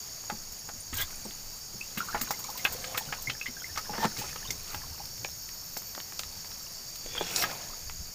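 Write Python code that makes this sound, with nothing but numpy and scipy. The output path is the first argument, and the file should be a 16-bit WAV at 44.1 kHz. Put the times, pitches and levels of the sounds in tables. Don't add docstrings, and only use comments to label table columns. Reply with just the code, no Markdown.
import sys
import numpy as np
from scipy import signal
from scipy.io import wavfile

SR = 44100
rng = np.random.default_rng(int(sys.argv[2]) if len(sys.argv) > 2 else 0)


def invert_db(level):
    return 10 ** (np.asarray(level, dtype=float) / 20)


def store_wav(level_fs):
    pcm = np.round(np.clip(np.atleast_2d(level_fs), -1, 1) * 32767)
    wavfile.write(sys.argv[1], SR, pcm.T.astype(np.int16))


N = 358974

# wing_hz, pitch_spread_hz, ring_t60_s (time to fall 60 dB), pulses_per_s, chirps_per_s, #
# throb_db, level_db, near_db (near singer against each of the others); # the last row is the high overtone of
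# the 6.7 kHz singers, made the same way as a kind
INSECT_KINDS = [(4667, 123, 0.032, 125, 12.2, 0.5, -51.5, -1), (5415, 410, 0.0053, 58, 7.9, 4, -50, -5),
                (6690, 280, 0.015, 83.2, 15, 2, -48.5, 5), (7520, 25, 0.066, 200, 7.7, 6, -65, 20),
                (9450, 70, 0.015, 60, 14, 4, -70, 21), (13650, 220, 0.008, 100, 20, 1, -54, 16)]
# time_s, change_db
CHOIR_SWELL = [(0.0, .5), (0.36, -0.5), (4.22, 1.5), (5.0, -.5), (5.24, 0), (6.82, 0.9), (8.14, 0.)]
BOUT_S, BOUT_HALF_S, BOUT_DB = 4.3, 0.7, 7

# pitch_hz, density_db (per Hz)
WIND_COLOUR = [(14, 14), (24, 5), (40, -9.5), (70, 1), (120, -8), (260, -28)]
# peak_s, peak_db, half_length_s
WIND_PUFFS = [(0.97, -41, 0.055), (2.175, -48, 0.046), (2.76, -54, 0.076), (3.107, -59, .08),
              (3.3, -53, .09), (4.62, -50, 0.55), (5.192, -55, 0.064), (7.196, -53, 0.14),
              (7.9, -48.5, 0.11), (8.03, -36, 0.043)]
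BREEZE_DB = -53

# time_s, level_db
STIRRING = [(0.0, -51), (0.91, -53.5), (0.97, -49.5), (1.75, -53), (2.18, -46), (2.51, -50), (2.73, -45.5),
            (2.9, -49.5), (3.29, -50), (3.42, -53), (4.06, -48), (4.62, -50), (5.42, -53), (6.35, -51),
            (7.2, -52.5), (7.33, -43.5), (7.78, -51), (8.14, -53.5)]
# pitch_hz, density_db (per Hz)
RUSTLE_COLOUR = [(71, -18), (120, -1.5), (159, -0.5), (280, -9), (818, -9), (921, -10.5), (2940, -13.5),
                 (3780, -17), (4200, -3), (5460, -35.5), (9240, -120)]
# pitch_hz, density_db (per Hz)
HISS_COLOUR = [(3600, -52), (6000, 14), (7400, -0.5), (8200, -5.5), (10000, 0), (12200, -4), (13200, 2),
               (15900, 2.5)]
HISS_DB, HISS_FOLLOWS = -48, 0.52
SQUELCH_FROM_DB, SQUELCH_PER_S_DB = -52, 41

# start_s, peak_db, centre_hz
DRY_TAPS = [(0.239, -37, 694), (0.301, -23, 2980), (0.692, -28.5, 3000), (1.107, -31.5, 1710),
            (1.309, -28, 2600), (1.81, -29, 3000), (2.651, -19, 1870), (3.274, -37, 2140),
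            (3.76, -33, 2100), (4.5042, -35, 4430), (4.361, -29, 1730), (4.606, -39, 2500),
            (4.679, -28, 7000), (4.746, -20, 1490), (4.979, -39, 840), (5.056, -33, 6520),
            (5.18, -33, 3400), (5.247, -17.5, 1180), (5.287, -40, 1030), (5.49, -27, 3000),
            (5.767, -27.5, 556), (5.7723, -24, 9000), (5.82, -36, 738), (5.95, -24, 2710),
            (5.978, -25.5, 540), (6.002, -25.5, 1730), (6.123, -31.5, 960), (6.194, -16.5, 1790),
            (6.1926, -22, 9100), (6.234, -22.5, 2320), (6.353, -35, 3000), (6.446, -35, 999),
            (6.517, -29, 2670), (6.957, -29, 3190), (7.042, -33, 6330), (7.063, -26, 3700),
            (7.152, -27, 493), (7.17, -31, 800), (7.178, -28, 784), (7.211, -22, 520), (7.264, -38, 2420),
            (7.3616, -19, 5920), (7.424, -25, 5760), (7.513, -23, 1470), (7.897, -26, 1450)]
# start_s, level_db, centre_hz, t60_s
WET_SLAPS = [(0.299, -31, 975, 0.076), (0.689, -39, 900, 0.068), (0.93, -36, 1780, 0.069),
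             (1.005, -40, 1630, 0.055), (1.254, -44, 503, 0.057), (1.974, -33.5, 1890, 0.16),
             (2.146, -27.5, 950, 0.13), (2.212, -32.5, 1410, 0.051), (2.307, -24.5, 1030, 0.037),
             (2.39, -41.5, 503, 0.043), (2.576, -40, 3860, 0.12), (2.651, -19, 1620, 0.07),
             (2.716, -48, 511, 0.06), (2.842, -31.5, 3160, 0.05), (2.945, -33, 1260, 0.1),
             (2.976, -26, 2140, 0.044), (3.125, -27, 1420, 0.064), (3.298, -25.5, 2770, 0.046),
             (3.413, -33.5, 2500, 0.012), (3.457, -41.5, 2140, 0.16), (3.759, -35.5, 2110, 0.047),
             (3.776, -29, 1210, 0.061), (3.895, -42.5, 681, 0.095), (3.933, -35.5, 990, 0.22),
             (3.98, -30.5, 910, 0.045), (4.024, -35, 910, 0.14), (4.045, -21.5, 899, 0.056),
             (4.166, -38, 2490, 0.055), (4.239, -38.5, 810, 0.1), (4.29, -42.5, 2550, 0.072),
             (4.359, -36.5, 1670, 0.031), (4.505, -29, 3800, 0.021), (4.744, -33, 730, 0.04),
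             (7.061, -44, 450, 0.041), (7.178, -40, 3290, 0.034), (7.209, -22.5, 440, 0.041),
             (7.421, -27, 2700, 0.077), (7.439, -27, 1480, 0.074)]
# pitch_hz, level_db, t60_s
CAN_MODES = [(510, -2, 0.028), (837.5, -9.5, 0.12), (910, -7, 0.022), (1284, -11, 0.11), (1630, -7.5, 0.05),
             (1810, -14, 0.11), (2140, -8, 0.048), (2583, -6, 0.035), (3300, -11, 0.046)]
WALL_OVER_SLAP_DB = -0.5
# start_s, level_db, pitch_hz
HANDLING_THUDS = [(0.319, -34.5, 215), (0.732, -42.5, 221), (0.925, -40, 254), (1.25, -33.5, 205),
                  (1.739, -40.5, 120), (1.971, -31.5, 210), (2.141, -37.5, 224), (2.209, -36.5, 234),
                  (3.072, -39.5, 144), (3.276, -36.5, 127), (3.483, -39.5, 244), (3.899, -34.5, 198),
                  (3.982, -30, 213), (4.047, -25, 216), (4.181, -36.5, 116), (4.483, -37, 119),
                  (4.741, -46, 169), (5.203, -45.5, 112), (7.204, -41, 174)]

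# start_s, droplets_db, duller_grit_db
WET_SPRAY = [(0.519, -39, -56), (0.937, -29.5, -61), (0.968, -26, -33), (1.01, -26, -43), (1.109, -39, -44),
             (1.975, -29, -48), (2.0472, -40, -53), (2.2115, -23.5, -28), (2.3063, -28, -25),
             (2.388, -34, -56), (2.44, -45, -31), (2.5, -36, -34), (2.572, -32, -36), (2.6424, -29, -31),
             (2.7208, -29.5, -46), (2.973, -25, -35), (3.2181, -33.5, -41), (3.775, -39, -26),
             (4.1704, -42, -34), (4.1874, -35, -33.5), (4.505, -32, -24.5), (4.744, -36, -38),
             (5.053, -41, -37), (5.7692, -30.5, -32), (6.191, -34, -30), (6.955, -39.5, -36),
             (7.3083, -41, -44), (7.359, -34, -18), (7.416, -40, -24.5)]
SPRAY_T60_S = 0.085
# pitch_hz, density_db (per Hz)
GRIT_COLOUR = [(6500, -2), (9000, -10), (12300, -7.5), (13300, -1), (14500, 1), (15900, -5)]

# start_s, level_db, pitch_hz
HIGH_CHIRPS = [(0.5891, -42, 10300), (0.8036, -33.5, 9140), (1.1573, -42.5, 9600), (1.2491, -41, 8460),
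               (1.5594, -44, 9500)]
# start_s, level_db, pitch_hz
CAN_PLOPS = [(0.93, -37, 1874), (0.983, -27, 3130), (1.008, -28, 1985), (1.019, -28, 3440),
             (1.809, -28.5, 2610), (2.004, -22.5, 1386), (2.086, -26.5, 1350), (2.128, -33, 1630),
             (2.339, -41.5, 2110), (2.444, -41.5, 2300), (2.49, -36, 850), (2.555, -38, 996),
             (2.594, -39, 2110), (2.669, -40, 850), (2.749, -34.5, 493), (2.95, -32, 1284),
             (3.009, -36, 873), (3.062, -45, 3000), (3.088, -43.5, 1430), (3.272, -26, 2140),
             (3.296, -30.5, 2990), (3.412, -28, 2610), (3.459, -25.5, 2050), (3.469, -39, 3000),
             (3.567, -37.5, 1620), (3.601, -43, 3220), (3.642, -33, 2080), (3.692, -41.5, 1780),
             (3.772, -28.5, 1230), (3.856, -43.5, 1680), (4.029, -21, 899), (4.046, -23.5, 899),
             (4.184, -43, 1930), (4.214, -36.5, 853), (4.294, -42, 2500), (4.45, -38.5, 3030),
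             (4.474, -37, 3670), (4.869, -45.5, 740), (4.998, -37.5, 812), (7.179, -27, 3300)]
CHIRP_T60_S, PLOP_T60_S = 0.047, 0.076

# peak_s, rise_s, fall_s, body_db, grit_db
SCUFF_STROKES = [(1.012, 0.088, 0.048, -32, -36.5), (2.92, 0.86, 0.51, -47.5, -48),
                 (4.055, 0.14, 0.031, -31, -40), (4.184, .034, 0.28, -44.5, -38),
                 (7.19, 0.21, 0.34, -41.5, -50), (7.43, 0.28, 0.043, -31.5, -32),
                 (7.5, 0.23, 0.35, -43, -52), (4.72, 0.12, 0.22, -47.5, -45)]
# pitch_hz, width_hz, density_db (per Hz)
SCUFF_RESONANCES = [
    [(1620, 180, 1), (3300, 1100, -6.5)],
    [(520, 59, 10), (740, 270, 5), (2630, 110, -6)],
    [(899, 470, -20.5), (1804, 44, -11)],
    [(840, 34, 2), (1930, 150, 1), (2550, 700, 9)],
    [(493, 150, -2), (2410, 87, -4), (3400, 250, 1)],
    [(713, 270, 0), (2560, 280, -4), (5590, 450, 3.5)],
    [(700, 620, 7), (2450, 200, 0)],
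    [(1180, 1500, 5), (2500, 710, -3)],
]
# pitch_hz, density_db (per Hz)
SCUFF_COLOUR = [(200, -13), (700, -5), (2000, 0), (4000, -1.5), (7000, -2.5)]
SCUFF_SWELL_DB, GRIT_SWELL_DB = 24.5, 31.5

RATTLE_S, RATTLE_HALF_S, RATTLE_PER_S, RATTLE_HZ, RATTLE_DB = 3.33, 0.22, 44, 3950, -31
RATTLE_TICKS = 24

CUTOFF_HZ = 15520


def rms_one(x):
    return x / np.sqrt(np.mean(x ** 2) + 1e-20)


def in_time(rows):
    return np.interp(np.arange(N) / SR, *np.transpose(rows))


def hump(s, half_s):
    return np.exp(-((np.arange(N) / SR - s) / half_s) ** 2)


def drift(rate_hz):
    r = np.exp(-80 * np.pi * rate_hz / SR)
    noise = rng.standard_normal(N // 40 + 2002)
    slow = signal.lfilter([1], [1, -2 * r, r * r], noise)[2000:]
    return np.interp(np.arange(N) / 40, np.arange(len(slow)), rms_one(slow))


def ring(clicks, hz, t60):
    r = invert_db(-60 / (t60 * SR))
    w = 2 * np.pi * hz / SR
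    return signal.lfilter([0, np.sin(w)], [1, -2 * r * np.cos(w), r * r], clicks + 1e-18)


def band(x, low_hz, high_hz):
    return signal.sosfilt(signal.butter(2, [low_hz, high_hz], "band", fs=SR, output="sos"), x)


def coloured(source, spectrum, patchy_db):
    hz, db = np.transpose(spectrum)
    edges = np.geomspace(hz[0], hz[-1], int(3 * np.log2(hz[-1] / hz[0])) + 3)
    out = 0
    for k, (low, high) in enumerate(zip(edges, edges[1:])):
        level_db = np.interp(np.log(low * high) / 2, np.log(hz), db)
        flicker_db = patchy_db * drift(11.2)
        out = out + invert_db(level_db + flicker_db) * band(source[k % 2], low, high)
    return rms_one(out)


def grains(per_s, size_db):
    sizes = invert_db(size_db * np.minimum(rng.exponential(1, (2, N)), 5))
    signs = rng.choice([-1, 1], (2, N))
    present = rng.random((2, N)) < per_s / SR
    return sizes * signs * present


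def burst(t60, rise_s):
    t = np.arange(int(SR * min(t60, 0.25)) + 64) / SR
    return np.minimum(t / rise_s, 1) * invert_db(-60 * t / t60)


def add(out, s, piece):
    at = round(s * SR)
    out[at:at + len(piece)] += piece[:N - at]


def insects():
    t, out = np.arange(N) / SR, np.zeros(N)
    for kind, row in enumerate(INSECT_KINDS):
        hz, spread, t60, pulses, chirps, throb_db, level_db, near_db = row
        swell_db = in_time(CHOIR_SWELL)
        if kind == 4:
            swell_db = swell_db + BOUT_DB * hump(BOUT_S, BOUT_HALF_S)
        crowd = 0
        for k, (pace, start) in enumerate(rng.normal(0, 1, (4, 2))):
            near = k == 0
            phase = pulses * (1 + 0.05 * pace * (not near)) * t + start
            strokes = 1.7 + np.cos(2 * np.pi * phase)
            throb = invert_db(throb_db * np.cos(2 * np.pi * phase * chirps / pulses) + 2.3 * drift(0.5))
            scraping = strokes * throb * rng.standard_normal(N) * invert_db(near_db * near)
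            pitch_hz = hz + spread * (k - 1.43 * (k > 1)) * (-1) ** k
            crowd = crowd + ring(scraping, pitch_hz, t60)
        out += invert_db(level_db + swell_db) * rms_one(band(crowd, hz * 0.947, hz * 1.045))
    return out


def wind():
    gusts = invert_db(BREEZE_DB) + sum(invert_db(db) * hump(s, half_s) for s, db, half_s in WIND_PUFFS)
    rumble = coloured(rng.standard_normal((2, N)), WIND_COLOUR, patchy_db=5.5)
    return gusts * band(rumble, 8.2, 270)


def rustle(rustle_db):
    source = rng.standard_normal((2, N)) + 1.2 * grains(150, 3.5)
    return invert_db(rustle_db) * coloured(source, RUSTLE_COLOUR, patchy_db=1.0)


def hiss(rustle_db):
    hiss_db = HISS_DB + HISS_FOLLOWS * (rustle_db - rustle_db.mean())
    return invert_db(hiss_db) * coloured(rng.standard_normal((2, N)), HISS_COLOUR, patchy_db=0.4)


def squelches(rustle_db):
    per_s = SQUELCH_PER_S_DB * np.clip(rustle_db - SQUELCH_FROM_DB, 0, 8)
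    born = rng.random(N) < per_s / SR
    sizes = born * invert_db(5.9 * np.minimum(rng.exponential(1, N), 3))
    dealt = rng.integers(0, 12, N)
    out = np.zeros(N)
    for k, hz in enumerate(np.geomspace(900, 5500, 12)):
        out += ring(sizes * (dealt == k), hz, 44.0 / hz)
    return invert_db(-54) * out


def taps():
    out = np.zeros(N)
    for s, db, hz in DRY_TAPS:
        contact = 0.13 * rng.standard_normal(1200) * invert_db(-2500 * np.arange(1200) / SR)
        contact[[20, 24]] += 1, -0.3
        click = band(contact, max(hz * 0.32, 200), min(hz * 2.2, 16000))
        add(out, s, invert_db(db) * click / np.abs(click).max())
    return out


def slaps():
    out = np.zeros(N)
    for s, db, hz, t60 in WET_SLAPS:
        shape = burst(np.clip(t60, 0.01, 0.2), 0.0012)
        noise = rng.standard_normal(len(shape))
        gritty = noise * np.abs(noise) ** 0.78
        gritty[10] += 6.0
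        edges = max(hz * 0.43, 250), min(hz * 2.13, 6000)
        add(out, s, invert_db(db) * shape * rms_one(band(band(gritty, *edges), *edges)))
    return out


def can_wall():
    out = np.zeros(N)
    start_s, slap_db, centre_hz, _ = np.transpose(WET_SLAPS)
    at = np.round(start_s * SR).astype(int)
    for hz, mode_db, t60 in CAN_MODES:
        near_db = -9 * np.abs(np.log2(hz / centre_hz))
        luck_db = rng.normal(0, 7.1, len(at))
        clicks = np.zeros(N)
        clicks[at] = invert_db(slap_db + WALL_OVER_SLAP_DB + mode_db + near_db + luck_db)
        out += ring(clicks, hz, t60)
    return out


def thuds():
    out = np.zeros(N)
    for s, db, hz in HANDLING_THUDS:
        shape = burst(32.4 / hz, 0.0044)
        t = np.arange(len(shape)) / SR
        low_noise = rms_one(band(rng.standard_normal(len(t)), 63, 400))
        add(out, s, invert_db(db) * shape * (np.sin(2 * np.pi * hz * t) + 0.5 * low_noise))
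    return out


def spray():
    bright, dull = np.zeros(N), np.zeros(N)
    for s, db, dull_db in WET_SPRAY:
        add(bright, s, invert_db(db) * burst(SPRAY_T60_S, 0.0053))
        add(dull, s, invert_db(dull_db) * burst(0.5 * SPRAY_T60_S, 0.0019))
    fine = grains(8000, 3.2)
    droplets = coloured(fine, GRIT_COLOUR, patchy_db=0.0)
    return bright * droplets + dull * rms_one(band(fine[1], 4180, 6760))


def rising_tones(rows, t60):
    out = np.zeros(N)
    for s, db, hz in rows:
        shape = burst(t60, 0.0012)
        t = np.arange(len(shape)) / SR
        turn = 2 * np.pi * hz * t * (0.975 + 1.24 * t)
        beat_luck, start = rng.standard_normal(2)
        partner = np.sin(turn + 2 * np.pi * (90 + 30 * beat_luck) * t + start)
        wobble = np.interp(t * 400, np.arange(110), rng.standard_normal(110))
        rough = 1 + 0.7 * wobble * np.minimum(t / 0.003, 1)
        add(out, s, invert_db(db) * shape * rough * (np.sin(turn) + 0.25 * partner))
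    return out


def chirps():
    return rising_tones(HIGH_CHIRPS, CHIRP_T60_S)


def scuffs():
    clicks = grains(1200, 3.07)
    broad = coloured(clicks, SCUFF_COLOUR, patchy_db=3.0)
    grit = coloured(grains(9000, 0.87), GRIT_COLOUR, patchy_db=5.5)
    out = np.zeros(N)
    for (s, rise, fall, body_db, grit_db), resonances in zip(SCUFF_STROKES, SCUFF_RESONANCES):
        span = slice(round((s - rise) * SR), round((s + fall) * SR))
        sunk = in_time([(s - rise, 1), (s, 0), (s + fall, 1)])[span]
        caught = 0
        for k, (hz, width, db) in enumerate(resonances):
            ringing = rms_one(ring(clicks[k % 2, span], hz, 6.4 / max(width, 40)))
            caught = caught + invert_db(db) * np.sqrt(width) * ringing
        body = rms_one(caught) + invert_db(-2.5) * broad[span]
        out[span] += invert_db(body_db - SCUFF_SWELL_DB * sunk) * body
        out[span] += invert_db(grit_db - GRIT_SWELL_DB * sunk) * grit[span]
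    return out


def plops():
    return rising_tones(CAN_PLOPS, PLOP_T60_S)


def rattle():
    clicks = np.zeros(N)
    late, softer, kept = rng.random((3, RATTLE_TICKS))
    s = RATTLE_S + (np.arange(RATTLE_TICKS) - 12 + 0.25 * late) / RATTLE_PER_S
    clicks[(s * SR).astype(int)] = invert_db(RATTLE_DB - 6 * softer) * (kept < 0.8)
    return ring(clicks * hump(RATTLE_S, RATTLE_HALF_S), RATTLE_HZ, 0.0027)


def echoes(near):
    ground = np.zeros(900)
    ground[[0, 130, 410, 780]] = 1.0, -0.043, -0.19, 0.15
    return signal.fftconvolve(near, ground)[:N]


def scene():
    rustle_db = in_time(STIRRING)
    surroundings = wind() + rustle(rustle_db) + hiss(rustle_db) + squelches(rustle_db)
    near = taps() + slaps() + can_wall() + thuds() + spray() + chirps() + plops() + rattle()
    mono = insects() + surroundings + echoes(near) + scuffs()
    return np.array([mono, mono])


def band_limit(x):
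    return signal.sosfilt(signal.butter(12, 16800, fs=SR, output="sos"), x)


def record(dry):
    steep_cut = signal.ellip(12, 0.5, 60, CUTOFF_HZ, fs=SR, output="sos")
    finished = signal.sosfilt(steep_cut, dry)
    return band_limit(finished)


dry = scene()
out = record(dry)
store_wav(out)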